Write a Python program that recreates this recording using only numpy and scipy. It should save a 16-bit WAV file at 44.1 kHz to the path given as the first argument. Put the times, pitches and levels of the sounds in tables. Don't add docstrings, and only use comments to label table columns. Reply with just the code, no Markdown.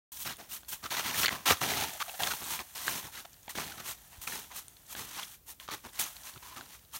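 import sys
import numpy as np
from scipy import signal
from scipy.fft import rfft, irfft
from scipy.io import wavfile

SR = 44100
rng = np.random.default_rng(int(sys.argv[2]) if len(sys.argv) > 2 else 0)


def to_wav(sig):
    pcm = np.clip(np.atleast_2d(sig), -1, 1) * 32767
    pcm = np.round(pcm).astype(np.int16)
    wavfile.write(sys.argv[1], SR, pcm.T)


N = 308610

# frequency in Hz, relative spectrum level in dB.
CRUNCH_COLOUR = [(300, -55), (700, -47), (1300, 0), (1800, 0.5), (3000, 2), (4200, 0.5), (5000, -3),
                 (6200, -0.5), (8000, -10.5), (16000, -10)]
SPRAY_COLOUR = [(1000, -43), (3300, -4), (5000, -10.5), (6000, -2.5), (8000, -4), (9300, -1), (10400, -6.5),
                (11500, -1.5), (16000, -0.5)]
DECK_COLOUR = [(150, -67.5), (420, -25), (560, -0.5), (700, 3), (1000, 1), (1350, -2), (1800, 1),
               (3500, -18), (8000, -51)]
WEIGHT_COLOUR = [(20, -49), (40, -34), (60, -4), (100, -1), (170, -0.5), (270, -1.5), (420, -3), (600, -11),
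                 (1000, -12), (5000, -54)]
# time in seconds, level in dB.
TRICKLE = [(.12, -55.5), (.45, -60.5), (.66, -61.5), (1, -50), (1.44, -59), (1.6, -46), (2.05, -46),
           (2.45, -43.5), (2.68, -53.5), (2.95, -52), (3.402, -60), (3.75, -56), (4.1, -56.5), (4.8, -59),
           (5.1, -55), (5.42, -84), (5.8, -61.5), (6.12, -48.5), (6.85, -65.5)]
TRICKLE_CRUNCH_DB, TRICKLE_DECK_DB = -11, -12
NOTE_HZ, NOTE_SPREAD = 1100, 0.12
SURGE_DB, SURGE_LOW_HZ, SURGE_HIGH_HZ = 1.2, 12, 35


def snow(note_share=0.52, note_width_hz=220, pop_share=0.22):
    slips = wander(low_hz=44, high_hz=170)

    def cloud(points, per_s, spread_db, slip_db):
        bunched = grains(per_s, spread_db) * amp(slip_db * slips)
        return unit(colour(bunched, points))

    crust = cloud(CRUNCH_COLOUR, per_s=5500, spread_db=2.3, slip_db=1.7)
    spray = cloud(SPRAY_COLOUR, per_s=26000, spread_db=4.0, slip_db=0.1)
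    deck = cloud(DECK_COLOUR, per_s=4000, spread_db=3.5, slip_db=1.5)
    weight = cloud(WEIGHT_COLOUR, per_s=3100, spread_db=1.5, slip_db=1.5)
    crunch = np.sqrt(1 - pop_share) * crust + np.sqrt(pop_share) * pops()

    trickle = amp(over_time(TRICKLE))
    out = trickle * (spray + amp(TRICKLE_CRUNCH_DB) * crunch + amp(TRICKLE_DECK_DB) * deck)

    for s, rise, hold, t60, crunch_db, spray_db, deck_db, weight_db in strokes():
        span = slice(int(s * SR), min(int((s + rise + hold + t60) * SR), N))
        age = np.arange(span.start, span.stop) / SR - s
        swell = np.clip(age / rise, 0, 1)
        settling = amp(-60 * np.maximum(age - rise - hold, 0) / t60)
        note_hz = NOTE_HZ * np.exp(NOTE_SPREAD * rng.standard_normal())
        note = unit(resonate(deck[span], note_hz, note_width_hz))
        plain_deck = unit(deck[span][::-1])
        hollow = np.sqrt(1 - note_share) * plain_deck + np.sqrt(note_share) * note
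        parts = crunch[span] + amp(spray_db) * spray[span]
        parts = parts + amp(deck_db) * hollow + amp(weight_db) * weight[span]
        out[span] += amp(crunch_db) * swell * settling * parts
    return out * amp(SURGE_DB * wander(SURGE_LOW_HZ, SURGE_HIGH_HZ))


# start in seconds, hold in seconds,
# t60 in seconds, crunch in dB, then spray and weight in dB against the crunch.
PLANTS = [(0.246, 0.064, 0.095, -41.5, -3, -10.5), (.902, 0.085, 0.54, -37.5, -4, -15),
          (1.042, 0.049, 0.79, -40.5, -6, -8.5), (1.607, 0.21, .36, -35, -5.5, -8.5),
          (2.189, 0.12, .25, -42, 1, -8), (2.863, 0.11, 0.25, -42, 2, -10),
          (3.547, 0.075, 0.66, -44.5, -1, -5.5), (4.268, .1, .27, -45, 4.5, -8),
          (4.958, 0.048, 0.29, -46, 3, -6.5), (5.706, 0.031, 0.12, -42, -1, -8),
          (6.418, 0.033, 1, -59.5, 4.5, -5.5)]
PLANT_RISE_S, PLANT_DECK_DB = 0.009, -6
# start in seconds, hold in seconds, crunch in dB, spray in dB against the crunch.
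SLAPS = [(0.116, 0.051, -61.5, 16), (0.681, 0.028, -55, 16), (1.455, .042, -28, -3),
         (2.748, 0.14, -45.5, 3), (3.49, 0.0087, -44.5, 5), (4.213, 0.022, -51, 9.5), (5.24, .105, -60, 10),
         (5.595, 0.055, -56.5, 3.5), (5.99, 0.016, -37.5, 10)]
SLAP_RISE_S, SLAP_T60_S = 0.005, 0.11
# start in seconds, length in seconds, crunch in dB, spray in dB against the crunch.
DRAGS = [(0.181, 0.05, -51.5, 13), (0.485, 0.077, -48.5, 9), (0.71, 0.031, -45, 5.5), (1.13, 0.12, -35, 4),
         (2.468, 0.089, -40, 4), (3.113, 0.092, -46.5, -2.5), (3.835, 0.077, -43.5, 6.5),
         (4.533, .06, -49, 9.5), (4.874, 0.06, -54.5, 10), (5.065, 0.17, -45, 0), (5.457, .06, -54, 11.5),
         (5.924, 0.15, -47, 0.5), (6.235, 0.06, -49.5, 1), (6.672, 0.084, -57, 3), (6.918, 0.055, -48, 7.5)]
DRAG_SWELL_SHARE, DRAG_T60_S = 0.65, 0.093
LIGHT_DECK_DB, LIGHT_WEIGHT_DB = -7, -15.5
# start in seconds, t60 in seconds, crunch in dB, weight in dB against the crunch.
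SINKS = [(.378, .26, -53.5, -2), (.824, 0.12, -44.5, -6.5), (1.301, 0.26, -39.5, -4),
         (1.493, 0.11, -29.5, -11.5), (2.4, .4, -51, -2.5), (2.586, .05, -47, -2.5), (3.024, 0.2, -53, -2),
         (3.579, .15, -46.5, -18), (3.768, 0.19, -52, -3), (4.108, 0.33, -61, -12), (4.501, 0.15, -53, -15),
         (5.834, 0.12, -51, 1.5), (6.348, 0.026, -64.5, 9.5), (6.553, 0.29, -53, 0)]
SINK_RISE_S, SINK_HOLD_S, SINK_SPRAY_DB, SINK_DECK_DB = 0.017, 0.012, -4, 0.5


def strokes():
    for s, hold, t60, db, spray_db, weight_db in PLANTS:
        yield s, PLANT_RISE_S, hold, t60, db, spray_db, PLANT_DECK_DB, weight_db
    for s, hold, db, spray_db in SLAPS:
        yield s, SLAP_RISE_S, hold, SLAP_T60_S, db, spray_db, LIGHT_DECK_DB, LIGHT_WEIGHT_DB
    for s, length, db, spray_db in DRAGS:
        swell = length * DRAG_SWELL_SHARE
        yield s, swell, length - swell, DRAG_T60_S, db, spray_db, LIGHT_DECK_DB, LIGHT_WEIGHT_DB
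    for s, t60, db, weight_db in SINKS:
        yield s, SINK_RISE_S, SINK_HOLD_S, t60, db, SINK_SPRAY_DB, SINK_DECK_DB, weight_db


def pops(per_s=650, spread_db=2.0, low_hz=800, high_hz=6500, cycles=23.0, bunch_db=6.5):
    out = np.zeros(N)
    pitches = np.geomspace(low_hz, high_hz, num=16)
    for pitch in pitches:
        hz = pitch * rng.uniform(0.93, 1.07)
        bunches = amp(bunch_db * wander(low_hz=45, high_hz=60))
        lumps = grains(per_s / len(pitches), spread_db) * bunches
        out += unit(resonate(lumps, hz, hz / cycles))
    return unit(out)


# start in seconds, pitch in Hz, level in dB, sharpness from 0 to 1.
CRACKS = [(0.172, 5870, -47.5, 0.4), (.3688, 9200, -52, 0.8), (0.6326, 1460, -54.5, .7),
          (0.996, 1100, -32, 0.02), (1.2328, 3100, -30.5, .1), (1.2414, 1780, -30, 0.04),
          (1.2479, 1930, -28, 0), (1.2586, 4500, -26.5, 0.1), (1.266, 2980, -32, 0.7),
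          (1.2814, 2210, -26.5, .25), (1.2912, 2020, -32, 0.95), (1.4865, 2780, -28.5, 0.1),
          (1.5088, 850, -24, 0.3), (1.616, 1090, -34.5, 0.5), (2.003, 2460, -40.5, 0.5),
          (2.0116, 840, -40.5, 0.16), (2.0959, 2700, -44.5, 0.5), (2.204, 764, -36.5, .7),
          (2.2339, 3600, -30.5, 0), (2.235, 1220, -36, 0), (2.3367, 940, -36.5, .7),
          (2.422, 1040, -47, 0.6), (2.592, 2300, -41, .8), (2.8806, 1640, -30, 0.92),
          (3.2509, 1280, -51, .4), (3.332, 6300, -56, 0.7), (3.4798, 880, -42.5, 0.26),
          (3.5537, 1600, -43, 0.4), (3.5855, 900, -36.5, 0.7), (4.2742, 2580, -37, 0.3),
          (4.6825, 8660, -47, 0.9), (4.951, 1510, -41, 0.2), (5.6, 3270, -50, .7),
          (5.6878, 1210, -38.5, 0.35), (5.85, 1510, -52, 0.6), (6.36, 1400, -50.5, 0.08),
          (6.6099, 1490, -44.5, 0.7)]
CRACK_RING_DB, CRACK_SNAP_DB = -1, -4
# frequency in Hz, relative spectrum level in dB.
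SNAP_COLOUR = [(100, -88), (500, -17), (1000, 1.5), (1700, 1), (4200, 4.5), (5200, -11), (7000, 4),
               (10000, -36), (16000, 16)]


def cracks(reach=2.14):
    t = np.arange(SR // 20) / SR
    level_samples = 0.008 * SR
    ring_cycles, ring_t60, break_t60, splinter_t60 = 10, 0.002, 0.0034, 0.022
    out = np.zeros(N)

    def burst(t60):
        noise = rng.standard_normal(len(t)) * amp(-60 * t / t60)
        return noise / np.linalg.norm(noise)

    for s, hz, db, sharpness in CRACKS + chips() + crumbs():
        splinters = np.sqrt(1 - sharpness) * burst(splinter_t60)
        mode = np.sin(2 * np.pi * hz * t) * amp(-60 * t / (ring_t60 + ring_cycles / hz))
        ring = np.sqrt(sharpness) * mode + signal.fftconvolve(splinters, mode)[:len(t)]
        dull = signal.butter(2, np.clip(reach * hz, 3000, 15000), fs=SR)
        breaking = np.sqrt(sharpness) * burst(break_t60) + splinters
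        snap = signal.lfilter(*dull, colour(breaking, SNAP_COLOUR))
        add(out, s, amp(db + CRACK_RING_DB) * ring / np.linalg.norm(ring))
        add(out, s, amp(db + CRACK_SNAP_DB) * snap / np.linalg.norm(snap))
    return np.sqrt(level_samples) * out


CHIP_DB, CHIP_LOW_HZ, CHIP_HIGH_HZ, CHIP_SHARPNESS = -5, 880, 4500, 0.34


def chips(count=3):
    rows = []
    for s, hold, _, db, _, _ in PLANTS:
        for when, small in rng.random((count, 2)):
            hz = CHIP_LOW_HZ * (CHIP_HIGH_HZ / CHIP_LOW_HZ) ** small
            rows.append((s + when * hold, hz, db + CHIP_DB, CHIP_SHARPNESS))
    return rows


CRUMB_DB, CRUMB_SPREAD_DB, CRUMB_LOW_HZ, CRUMB_HIGH_HZ, CRUMB_SHARPNESS = -1, 2, 3500, 8960, 0.51


def crumbs(count=90):
    rows = []
    for when, small, force in rng.random((count, 3)):
        s = when * N / SR
        hz = CRUMB_LOW_HZ * (CRUMB_HIGH_HZ / CRUMB_LOW_HZ) ** small
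        trickle_db = np.interp(s, *np.transpose(TRICKLE))
        db = trickle_db + CRUMB_DB + CRUMB_SPREAD_DB * (2 * force - 1)
        rows.append((s, hz, db, CRUMB_SHARPNESS))
    return rows


# start in seconds, length in seconds, pitch in Hz, level in dB.
CREAKS = [(0.856, 0.014, 1190, -41), (1.929, 0.041, 690, -54), (2, 0.03, 1260, -35.5),
          (2.078, 0.026, 723, -46), (2.137, 0.02, 724, -48.5), (2.191, 0.1, 690, -43),
          (2.269, 0.0097, 1430, -33.5), (2.304, 0.023, 1390, -35), (2.588, 0.023, 1030, -45.5),
          (3.247, .013, 710, -50), (3.716, 0.011, 1540, -45), (5.182, 0.021, 950, -44),
          (5.676, 0.032, 1140, -48.5), (6.424, .13, 1010, -55.5), (6.56, .03, 1260, -48.5)]
CREAK_SLIPS_PER_S, CREAK_EDGE_S = 900, 0.0032
CREAK_GRIT_DB = -1
CREAK_WIDTH_SHARE = 0.28


def creaks(spread_db=0.5):
    slips = grains(CREAK_SLIPS_PER_S, spread_db)
    grit = colour(slips, CRUNCH_COLOUR)
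    out = np.zeros(N)
    for s, length, hz, db in CREAKS:
        span = slice(int(s * SR), int((s + length) * SR))
        age = np.arange(span.stop - span.start) / SR
        shape = np.clip(np.minimum(age, length - age) / CREAK_EDGE_S, 0, 1)
        width = hz * CREAK_WIDTH_SHARE
        note = resonate(resonate(slips, hz, width), hz, width)[span]
        creak = unit(shape * note) + amp(CREAK_GRIT_DB) * unit(shape * grit[span])
        add(out, s, amp(db) * creak)
    return out


# start in seconds, pitch in Hz, length in seconds, peak level in dB.
THUMPS = [(1.488, 86, 0.072, -37), (2.407, 85, .04, -58), (4.173, 62, 0.024, -44), (4.523, 55, 0.038, -53),
          (5.847, 95.5, 0.026, -49), (6.351, 111, 0.031, -49)]


def thumps():
    out = np.zeros(N)
    for s, hz, length, db in THUMPS:
        t = np.arange(int(length * SR)) / SR
        swell = np.sin(np.pi * t / length) ** 2
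        add(out, s, amp(db) * np.sin(2 * np.pi * hz * t) * swell)
    return out


# time in seconds, gain in dB above DULL_HZ.
DISTANCE = [(0.0, 0.5), (4.0, -3.5), (6.0, -3.5)]
DULL_HZ = 12900


def recede(x):
    hz = np.fft.rfftfreq(N, 1 / SR) + 1
    top = irfft(rfft(x) / (1 + (DULL_HZ / hz) ** 20), N)
    return x + top * (amp(over_time(DISTANCE)) - 1)


def trunks(x, t60=0.36, echo_db=-24):
    t = np.arange(SR // 2) / SR
    hits = rng.standard_normal(len(t)) * (rng.random(len(t)) < 1500 / SR)
    taps = hits * (t > 0.012) * amp(-60 * t / t60)
    return amp(echo_db) * signal.oaconvolve(x, taps / np.linalg.norm(taps))[:N]


# frequency in Hz, relative spectrum level in dB.
QUIET_COLOUR = [(20, -23), (32, -10), (55, 4), (120, -5), (250, -11), (450, -15.5), (1200, -23),
                (2200, -26), (4500, -24), (10000, -22.5), (13500, -16.5), (16000, -17)]
QUIET_DB = -60.5


def quiet_air():
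    return amp(QUIET_DB) * unit(colour(rng.standard_normal(N), QUIET_COLOUR))


def amp(db):
    return 10 ** (np.asarray(db) / 20)


def unit(x):
    return x / np.sqrt(np.mean(x ** 2) + 1e-20)


def add(mix, s, sound):
    part = mix[max(round(s * SR), 0):][:len(sound)]
    part += sound[:len(part)]


def over_time(points):
    return np.interp(np.arange(N) / SR, *np.transpose(points))


def colour(x, points):
    size = 4096
    hz, db = np.transpose(points)
    bins_hz = abs(np.fft.fftfreq(size, 1 / SR)) + 1
    log_gain = np.log(amp(np.interp(np.log(bins_hz), np.log(hz), db)))
    taps = np.fft.ifft(np.exp(np.conj(signal.hilbert(log_gain)))).real[:size // 2]
    return signal.oaconvolve(x, taps / np.linalg.norm(taps))[:len(x)]


def wander(low_hz, high_hz):
    hz = np.fft.rfftfreq(N, 1 / SR)
    band = hz / np.hypot(hz, low_hz) / (1 + (hz / high_hz) ** 2)
    return unit(irfft(rfft(rng.standard_normal(N)) * band, N))


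def grains(per_s, spread_db):
    size = amp(spread_db * np.minimum(rng.exponential(1, N), 5))
    present = rng.random(N) < per_s / SR
    return unit(size * rng.choice([-1, 1], N) * present)


def resonate(x, hz, width):
    r = np.exp(-np.pi * width / SR)
    return signal.lfilter([1, 0, -1], [1, -2 * r * np.cos(2 * np.pi * hz / SR), r * r], x)


def scene():
    steps = recede(snow() + creaks() + cracks() + thumps())
    return (steps + trunks(steps) + quiet_air())[None]


START_S, EDGE_HZ = 0.119, 15900


def record(dry, low_cut_hz=32):
    opened = dry * (np.arange(N) / SR > START_S)
    high_pass = signal.butter(3, low_cut_hz, "highpass", fs=SR, output="sos")
    opened = signal.sosfilt(high_pass, opened)
    low_pass = signal.firwin(511, EDGE_HZ, window=("kaiser", 9), fs=SR)
    return signal.oaconvolve(opened, low_pass[None], "same")


dry = scene()
out = record(dry)
to_wav(out)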